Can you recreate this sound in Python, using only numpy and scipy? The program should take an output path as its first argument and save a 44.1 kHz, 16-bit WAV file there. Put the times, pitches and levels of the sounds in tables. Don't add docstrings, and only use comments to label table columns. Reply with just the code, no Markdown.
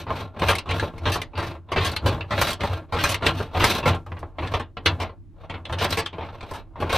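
import sys
import numpy as np
from scipy import signal
from scipy.fft import rfft, irfft, next_fast_len
from scipy.io import wavfile
from scipy.ndimage import uniform_filter1d, map_coordinates

SR = 44100
rng = np.random.default_rng(int(sys.argv[2]) if len(sys.argv) > 2 else 0)


def master_out(mix):
    frames = np.transpose(np.atleast_2d(mix))
    ceiling = np.clip(frames, -1, 1)
    pcm = np.round(ceiling * 32767).astype(np.int16)
    wavfile.write(sys.argv[1], SR, pcm)


def to_linear_factor(level_db):
    exponent = np.asarray(level_db, float) / 20
    return 10 ** exponent


N = 307377


def unit(x):
    return x / np.sqrt(np.mean(x ** 2) + 1e-20)


def along(points, hz):
    f, value = np.transpose(points)
    return np.interp(np.log(hz + 1), np.log(f + 1), value)


def bump(hz, centre_hz, width):
    return np.exp(-(np.log((hz + 1) / centre_hz) / width) ** 2)


def wobble(rate):
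    knots = rng.standard_normal(int(N * rate / SR) + 4)
    return map_coordinates(knots, [np.arange(N) * rate / SR])


def filtered(x, response):
    m = next_fast_len(x.shape[-1] + 8192)
    spectrum = rfft(x, m) * response(np.fft.rfftfreq(m, 1 / SR))
    return irfft(spectrum, m)[..., :x.shape[-1]]


# f/Hz, level/dB (per Hz)
TRAFFIC_COLOUR = [(12, -29), (20, -8.5), (38, -3.5), (119, -35), (180, -24.5), (219, -37.5), (306, -24.5),
                  (465, -43.5), (15500, -87.5)]
# f/Hz, likeness (0 to 1)
TRAFFIC_LIKENESS = [(25, 0.21), (240, 0.75), (950, .6), (3800, .05), (15000, .01)]


def street():
    def mid_and_side(hz):
        turn = np.arccos(np.clip(along(TRAFFIC_LIKENESS, hz), -1, 1)) / 2
        return to_linear_factor(along(TRAFFIC_COLOUR, hz)) * [np.cos(turn), np.sin(turn)]

    mid, side = filtered(rng.standard_normal((2, N)), mid_and_side)
    level_db = -49.5 + 2.5 * wobble(2)
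    return to_linear_factor(level_db) * unit(np.array([mid + side, mid - side]))


# f/Hz, level/dB (per Hz)
STEEL_COLOUR = [(130, -5.5), (300, -0.5), (600, -3), (1050, 4.5), (1300, -4), (3200, -2), (4400, -11),
                (5000, -21.5), (6300, -31), (7100, -37.5), (8200, -35), (12000, -38), (13400, -36.5),
                (15900, -43)]
# f/Hz, time to fall 60 dB/s
RINGING_TIME = [(300, 0.26), (1200, 0.16), (4000, 0.14), (9000, 0.069), (15000, 0.012)]


def dense(count, scale, patchy_db):
    hz, t, z = signal.stft(rng.standard_normal((count, SR // 5)), SR, nperseg=128)
    colour = patchy_db * unit(uniform_filter1d(rng.standard_normal((count, len(hz), 1)), size=2, axis=1))
    decay_db = 60 * t / (scale * along(RINGING_TIME, hz))[:, None]
    z = z * to_linear_factor(colour + along(STEEL_COLOUR, hz)[:, None] - decay_db)
    return signal.istft(z, SR, nperseg=128)[1][:, :SR // 5]


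# f/Hz, level/dB, time to fall 60 dB/s
FRAME_MODES = [(452, -2, .12), (571, 0, .08), (890, -2, .1), (1060, 0, .09), (1365, -5, .15),
               (1594, -8, .15), (1710, -6, .13), (2130, -7, .12), (2360, -7, .1), (2500, -8, .12),
               (2635, -8, .13), (2864, -10, .1), (3260, -7, .07), (3880, -10, .1), (4150, -10, .09),
               (4910, -18, .06), (5570, -20, .03), (5840, -20, .04), (6290, -23, .03), (8200, -22, .01),
               (10500, -26, .006), (13300, -21, .005)]


def modes(count, spread_db):
    hz, db, t60 = np.transpose(FRAME_MODES)
    t = np.arange(SR // 5) / SR
    ring = to_linear_factor(-60 * t / t60[:, None]) * np.exp(2j * np.pi * hz[:, None] * t)
    luck = rng.standard_normal((count, 2, len(hz)))
    strength = to_linear_factor(db + spread_db * luck[:, 0])
    phase = np.exp(2j * np.pi * luck[:, 1])
    return np.real((strength * phase) @ ring)


def answers(count, scale, spread_db, mode_db):
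    both = unit(dense(count, scale, patchy_db=2.0)) + to_linear_factor(mode_db) * unit(modes(count, spread_db))
    t = np.arange(both.shape[1]) / SR
    crack = 1 + 1.07 * to_linear_factor(-60 * t / 0.031)
    onset = 1 - np.exp(-t / 0.00071)
    return both * crack * onset


BAND_BORDERS = [1280, 5990]


def shares(hz):
    low = 1 / (1 + (hz / BAND_BORDERS[0]) ** 4)
    high = 1 - 1 / (1 + (hz / BAND_BORDERS[1]) ** 8)
    return np.array([low, np.clip(1 - low - high, 0, 1), high])


def split(rows, favour):
    bands = filtered(rows[None], lambda hz: shares(hz)[:, None] * favour(hz))
    return bands / np.abs(bands).max(axis=2, keepdims=True)


# f/Hz, width/Hz, level/dB
PAN_MODES = [
    (58, 44, -10),
    (90.9, 12.9, 5.5),
    (167.5, 6.8, -9),
    (244, 13, -15.5),
    (332.3, 17, -12),
]


def floor_pan(push):
    def response(f):
        total = 0
        for k, (centre, width, db) in enumerate(PAN_MODES):
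            resonance = 1j * f * width / (centre * centre - f * f + 1j * f * width)
            total = total + (-1) ** k * to_linear_factor(db) * resonance
        return (1j * f / (45 + 1j * f)) ** 2 * total

    return filtered(push, response)


# t/s, length/s, push level/dB, slide level/dB, floor pan heave level/dB
HALF_TURNS = [(-.1, 0.097, -31.5, -32, -25), (0.078, .17, -33, -51, -31.5),
              (0.395, 0.15, -26.5, -38.5, -26.5), (0.681, 0.19, -31.5, -47, -27),
              (0.904, 0.14, -45, -74, -35.5), (1.016, 0.18, -32, -47, -27.5),
              (1.359, 0.16, -33.5, -48, -28), (1.734, 0.2, -32.5, -44, -25.5),
              (2.031, .13, -26, -52.5, -20.5), (2.314, 0.21, -30, -35.5, -29), (2.596, 0.11, -31, -47, -33),
              (2.679, 0.1, -32, -49.5, -27), (2.947, 0.19, -29.5, -35, -27), (3.235, 0.065, -22, -37, -17),
              (3.3, 0.15, -36, -46.5, -27.5), (3.552, .23, -26, -31.5, -26.5),
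              (3.841, 0.071, -22, -37, -19)]
# t/s, length/s, push level/dB, slide level/dB, floor pan heave level/dB
UNEVEN_PULLS = [(4.07, 0.22, -45.5, -88, -37.5), (4.386, 0.11, -33, -58.5, -28),
                (4.49, 0.086, -31.5, -49, -30), (4.85, 0.096, -36.5, -74, -24),
                (5.0, 0.033, -28, -47, -29.5), (5.376, 0.088, -49.5, -73.5, -51),
                (5.5, 0.11, -42.5, -91, -36), (5.69, 0.051, -31.5, -60, -24.5),
                (5.792, 0.065, -21.5, -35, -25.5), (5.87, 0.1, -31.5, -38, -26.5),
                (6.13, 0.32, -42, -70, -40.5), (6.41, .19, -42.5, -57.5, -53),
                (6.78, 0.13, -33.5, -63.5, -31.5), (6.89, 0.046, -25, -42, -38),
                (6.94, 0.028, -18.5, -30.5, -30.5)]


def hand():
    strokes = [*HALF_TURNS, *UNEVEN_PULLS]
    start, length, push, slide, heave = np.transpose(strokes)[:, :, None]
    step = 32
    at = np.arange(0, N + step, step)
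    t = at / SR - start
    u = np.clip(t / length, 0, 1)
    early = np.maximum(0.028 - t, 0)
    late = np.maximum(t - length, 0)
    grind = push - 300 * early - 4.5 * u - 239 * late
    fizz = slide - 59.5 * (u - 0.61) ** 2 - 496.5 * (late + np.maximum(-t, 0))
    slide_share = 0.6
    rasp = 3 + slide_share * fizz + (1 - slide_share) * grind
    shake = np.maximum(heave - 453 * early - 7.5 * u - 141 * late, -50.5)
    return [np.interp(np.arange(N), at, db.max(0)) for db in (grind, rasp, fizz, shake)]


def drag():
    grind, rasp, fizz, shake = hand()
    rubbing = lambda hz: to_linear_factor(5 * bump(hz, 13500, 0.11) + 2.5 * bump(hz, 3600, 0.25))
    replies = split(answers(count=6, scale=0.46, spread_db=1.0, mode_db=-3.5), rubbing)
    contact = to_linear_factor(5.15 * np.array([wobble(8.3) for _ in replies[0]]))
    contact_share = contact / np.sqrt(np.mean(contact ** 2, axis=0))
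    clump = to_linear_factor(0.9 * wobble(35) + 2.9 * wobble(110))
    happens = rng.random(contact.shape) < 800 / SR
    ticks = happens * to_linear_factor(3.33 * np.minimum(rng.exponential(size=contact.shape), 3.2))
    ticks = ticks * rng.choice([-1, 1], size=contact.shape) * clump * contact_share
    boom = floor_pan(rng.standard_normal(N))
    boom = boom / np.abs(uniform_filter1d(boom ** 2, size=2000)) ** 0.043
    total = to_linear_factor(shake + 2.0) * unit(boom)
    for band, db in zip(replies, (grind - 0.6, rasp - 0.6, fizz - 3)):
        ringing = signal.fftconvolve(ticks * to_linear_factor(db), band, axes=1).sum(0)[:N]
        total = total + ringing / (np.std(ticks) * np.linalg.norm(band))
    return total


# t/s, clank peak level/dB, thud level/dB and spark level/dB against the clank
LOOSE_RATTLES = [(.0671, -38.5, 7.5, -43), (.4843, -14.5, -2.5, -21), (.6574, -43, 8, -27.5),
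                 (.6899, -23.5, -6.5, -32), (1.055, -19, -1.5, -31.5), (1.119, -20, -20, -17),
                 (1.3538, -31.5, -15, -43), (1.3761, -27, 0, -25), (1.6873, -47, 3, -38),
                 (1.761, -18, -3, -34), (1.8113, -23.5, -8, -28), (1.8467, -21.5, -5, -16),
                 (2.0599, -18.5, -1, -22.5), (2.307, -23.5, -0.5, -28.5), (2.9234, -26.5, 3, -25),
                 (2.9864, -21.5, -18, -27), (3.0914, -22.5, -6.5, -11.5), (3.2225, -28, 2.5, -28),
                 (3.5474, -25.5, 3, -38), (3.6032, -16.5, -4, -36.5), (4.4222, -33.5, 3, -37),
                 (5.0007, -26, -2, -24), (5.786, -21.5, -26, -26), (5.9721, -21, -3, -16.5),
                 (6.2081, -37, 4.5, -59), (6.5355, -39, 4.5, -14), (6.757, -46.5, 9.5, -42),
                 (6.802, -35.5, 9.5, -18.5), (6.894, -24, -17, -25.5)]
# t/s, clank peak level/dB, thud level/dB and spark level/dB against the clank
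BLUNT_BUMPS = [(.1043, -31.5, 10.5, -29), (.3641, -46, 7, -36), (.3946, -30, -7, -20),
               (.826, -36.5, 15, -35), (1.1569, -29, 5, -12), (1.552, -45, 5.5, -27),
               (2.2392, -64, 26.5, -39), (2.6345, -27, 7, -23), (3.641, -11.5, -4, -14.5),
               (3.9474, -40, -5, -13), (4.0634, -48, 9, -18), (4.118, -35.5, 2, -45),
               (4.168, -42.5, 2, -37), (4.2285, -49.5, 21, -41), (4.7689, -30.5, -1.5, -39),
               (5.0937, -43.5, 3, -51), (6.2872, -38, 0, -51), (6.5111, -51.5, 21.5, 1.5),
               (6.8238, -34, 11.5, -39)]
# t/s, clank peak level/dB, thud level/dB and spark level/dB against the clank
ROD_KNOCKS = [(.4187, -25.5, 4.5, -45), (1.3334, -51.5, 12, -44), (1.4293, -32, -0.5, -24),
              (1.7184, -23.5, -.5, -25), (2.378, -18.5, -6, -32), (2.414, -14.5, -5.5, -15),
              (2.4699, -20, -13, -18.5), (2.6063, -22.5, -5.5, -26.5), (2.963, -27.5, -2, -40.5),
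              (3.038, -14, -9, -16), (3.401, -35, 11.5, -27), (3.8289, -29, 0.5, -40.5),
              (3.8568, -23, 8, -23), (3.8771, -17, -4.5, -23.5), (3.9321, -30.5, -1.5, -36),
              (4.1908, -54.5, 7, -6), (4.3842, -30, 1, -40), (4.538, -23, 4.5, -27), (4.5966, -30, 3, -25),
              (4.8591, -8, -13.5, -26), (2.505, -27.5, -12.5, -9.5), (5.435, -53.5, 13.5, -47),
              (5.4974, -30.5, -4.5, -30.5), (5.5402, -32, -2.5, -51), (5.695, -36.5, 4.5, -28),
              (5.7246, -24.5, -4, -24.5), (6.1293, -37.5, 2.5, -40), (6.1828, -39.5, 9, -41),
              (6.4278, -38.5, 4, -27), (6.9275, -19, -3.5, -19)]
# t/s, clank peak level/dB, favoured f/Hz, spark level/dB against the clank
CLEAN_CLICKS = [(.5525, -20.5, 2210, -19), (.584, -19.5, 2740, -19), (.7094, -20.5, 2340, -26),
                (.7969, -16, 1700, -28.5), (.981, -37.5, 2150, -21), (1.2163, -21.5, 2010, -19.5),
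                (1.9158, -37, 4190, -3.5), (1.9634, -19, 4230, -19), (2.2084, -22, 2630, -47),
                (2.5308, -24, 3280, -16.5), (3.1228, -27, 2160, -16), (3.143, -17, 2130, -20),
                (3.265, -9, 1660, -24), (3.71, -19, 2170, -20), (4.4728, -29.5, 1730, -26.5),
                (5.653, -27, 3530, -28), (5.8445, -19.5, 1810, -17), (5.9056, -31, 4920, -5),
                (5.9255, -19.5, 4250, -19.5), (6.0607, -19, 3330, -26), (6.4081, -31.5, 2400, -29)]
CLICK_THUD_DB = -18.5


def contacts():
    rows = [(s, db, CLICK_THUD_DB, spark_db, hz, 11.4) for s, db, hz, spark_db in CLEAN_CLICKS]
    for kind, chatter_ms in ((BLUNT_BUMPS, 13.3), (ROD_KNOCKS, 16.1), (LOOSE_RATTLES, 31.6)):
        for row in kind:
            favoured_hz = 2040 * np.exp(0.18 * rng.standard_normal())
            rows.append((*row, favoured_hz, chatter_ms))
    return np.transpose(rows)


def chattering(chatter_ms, loose):
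    ms = np.arange(SR // 10) * 1000 / SR
    shape = (len(chatter_ms), len(ms))
    hits = rng.standard_normal(shape) * to_linear_factor(3.01 * np.minimum(rng.exponential(size=shape), 3))
    fade = 1 + np.exp(np.clip((ms - chatter_ms[:, None]) / 3, -30, 30))
    hits = 0.025 * loose * hits / fade
    hits[:, 0] = 1 - 0.36 * loose[:, 0]
    return hits


def knocks():
    s, db, thud_db, spark_db, clank_hz, chatter_ms = contacts()
    loose = np.tanh((chatter_ms[:, None] / 14) ** 2)
    rows = answers(count=len(s), scale=1.0, spread_db=3.0, mode_db=-7.5)
    rows = signal.fftconvolve(rows, chattering(chatter_ms, loose), axes=1)[:, :SR // 4]
    t = np.arange(SR // 4) / SR
    rows = rows * (0.32 + 0.61 * to_linear_factor(-700 * (1 - loose) * t))

    def favour(hz):
        peak_db = 9.5 - 5 * (thud_db[:, None] != CLICK_THUD_DB)
        favoured_db = peak_db * bump(hz, clank_hz[:, None], 0.12)
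        bluntness = np.minimum(spark_db[:, None] + 22.5, 0)
        dull_db = 3.3 * bluntness * np.log2(np.maximum(hz / 8000, 1))
        return to_linear_factor(favoured_db + dull_db)

    replies = split(rows, favour)
    steel, push = np.zeros(N + SR), np.zeros(N)
    for k, at in enumerate(np.round(s * SR).astype(int)):
        band_db = db[k] + np.array([thud_db[k] + 7, 1.5, spark_db[k] + 13.0])
        steel[at:at + SR // 4] += to_linear_factor(band_db) @ replies[:, k]
        push[at] = to_linear_factor(db[k] + thud_db[k] + 11.5)
    soft = np.hanning(round(0.0075 * SR))
    return steel[:N] + floor_pan(np.convolve(push, soft)[:N])


# f/Hz, side against mid level/dB
PORT_DIFFERENCE = [(60, -75.5), (110, -78), (200, -36.5), (380, -23), (700, -18.5), (1290, -18.5),
                   (2380, -13), (4400, -4.5), (8120, 0), (15000, 5)]


def ports(x):
    hz, t, z = signal.stft(x, SR, nperseg=512)
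    shifting = uniform_filter1d(rng.standard_normal(z.shape), size=3, axis=0)
    shifting = uniform_filter1d(shifting, size=8, axis=1)
    fixed_phase = 2 * np.pi * uniform_filter1d(rng.standard_normal(len(hz)), size=2)[:, None]
    phase = fixed_phase + 1.3 * unit(shifting)
    side = z * to_linear_factor(along(PORT_DIFFERENCE, hz) - 1.6)[:, None] * np.exp(1j * phase)
    side = signal.istft(side, SR, nperseg=512)[1][:N]
    side = side + 0.022 * x
    return np.array([x + side, x - side])


def scene():
    return street() + ports(drag() + knocks())


def low_pass(x):
    return signal.sosfilt(signal.butter(12, 16440, fs=SR, output="sos"), x)


TREBLE_EDGE = [15300, 15950]


def record(dry):
    mix = filtered(dry, lambda hz: np.interp(hz, TREBLE_EDGE, [1, 0]) ** 2)
    return low_pass(mix)


dry = scene()
out = record(dry)
master_out(out)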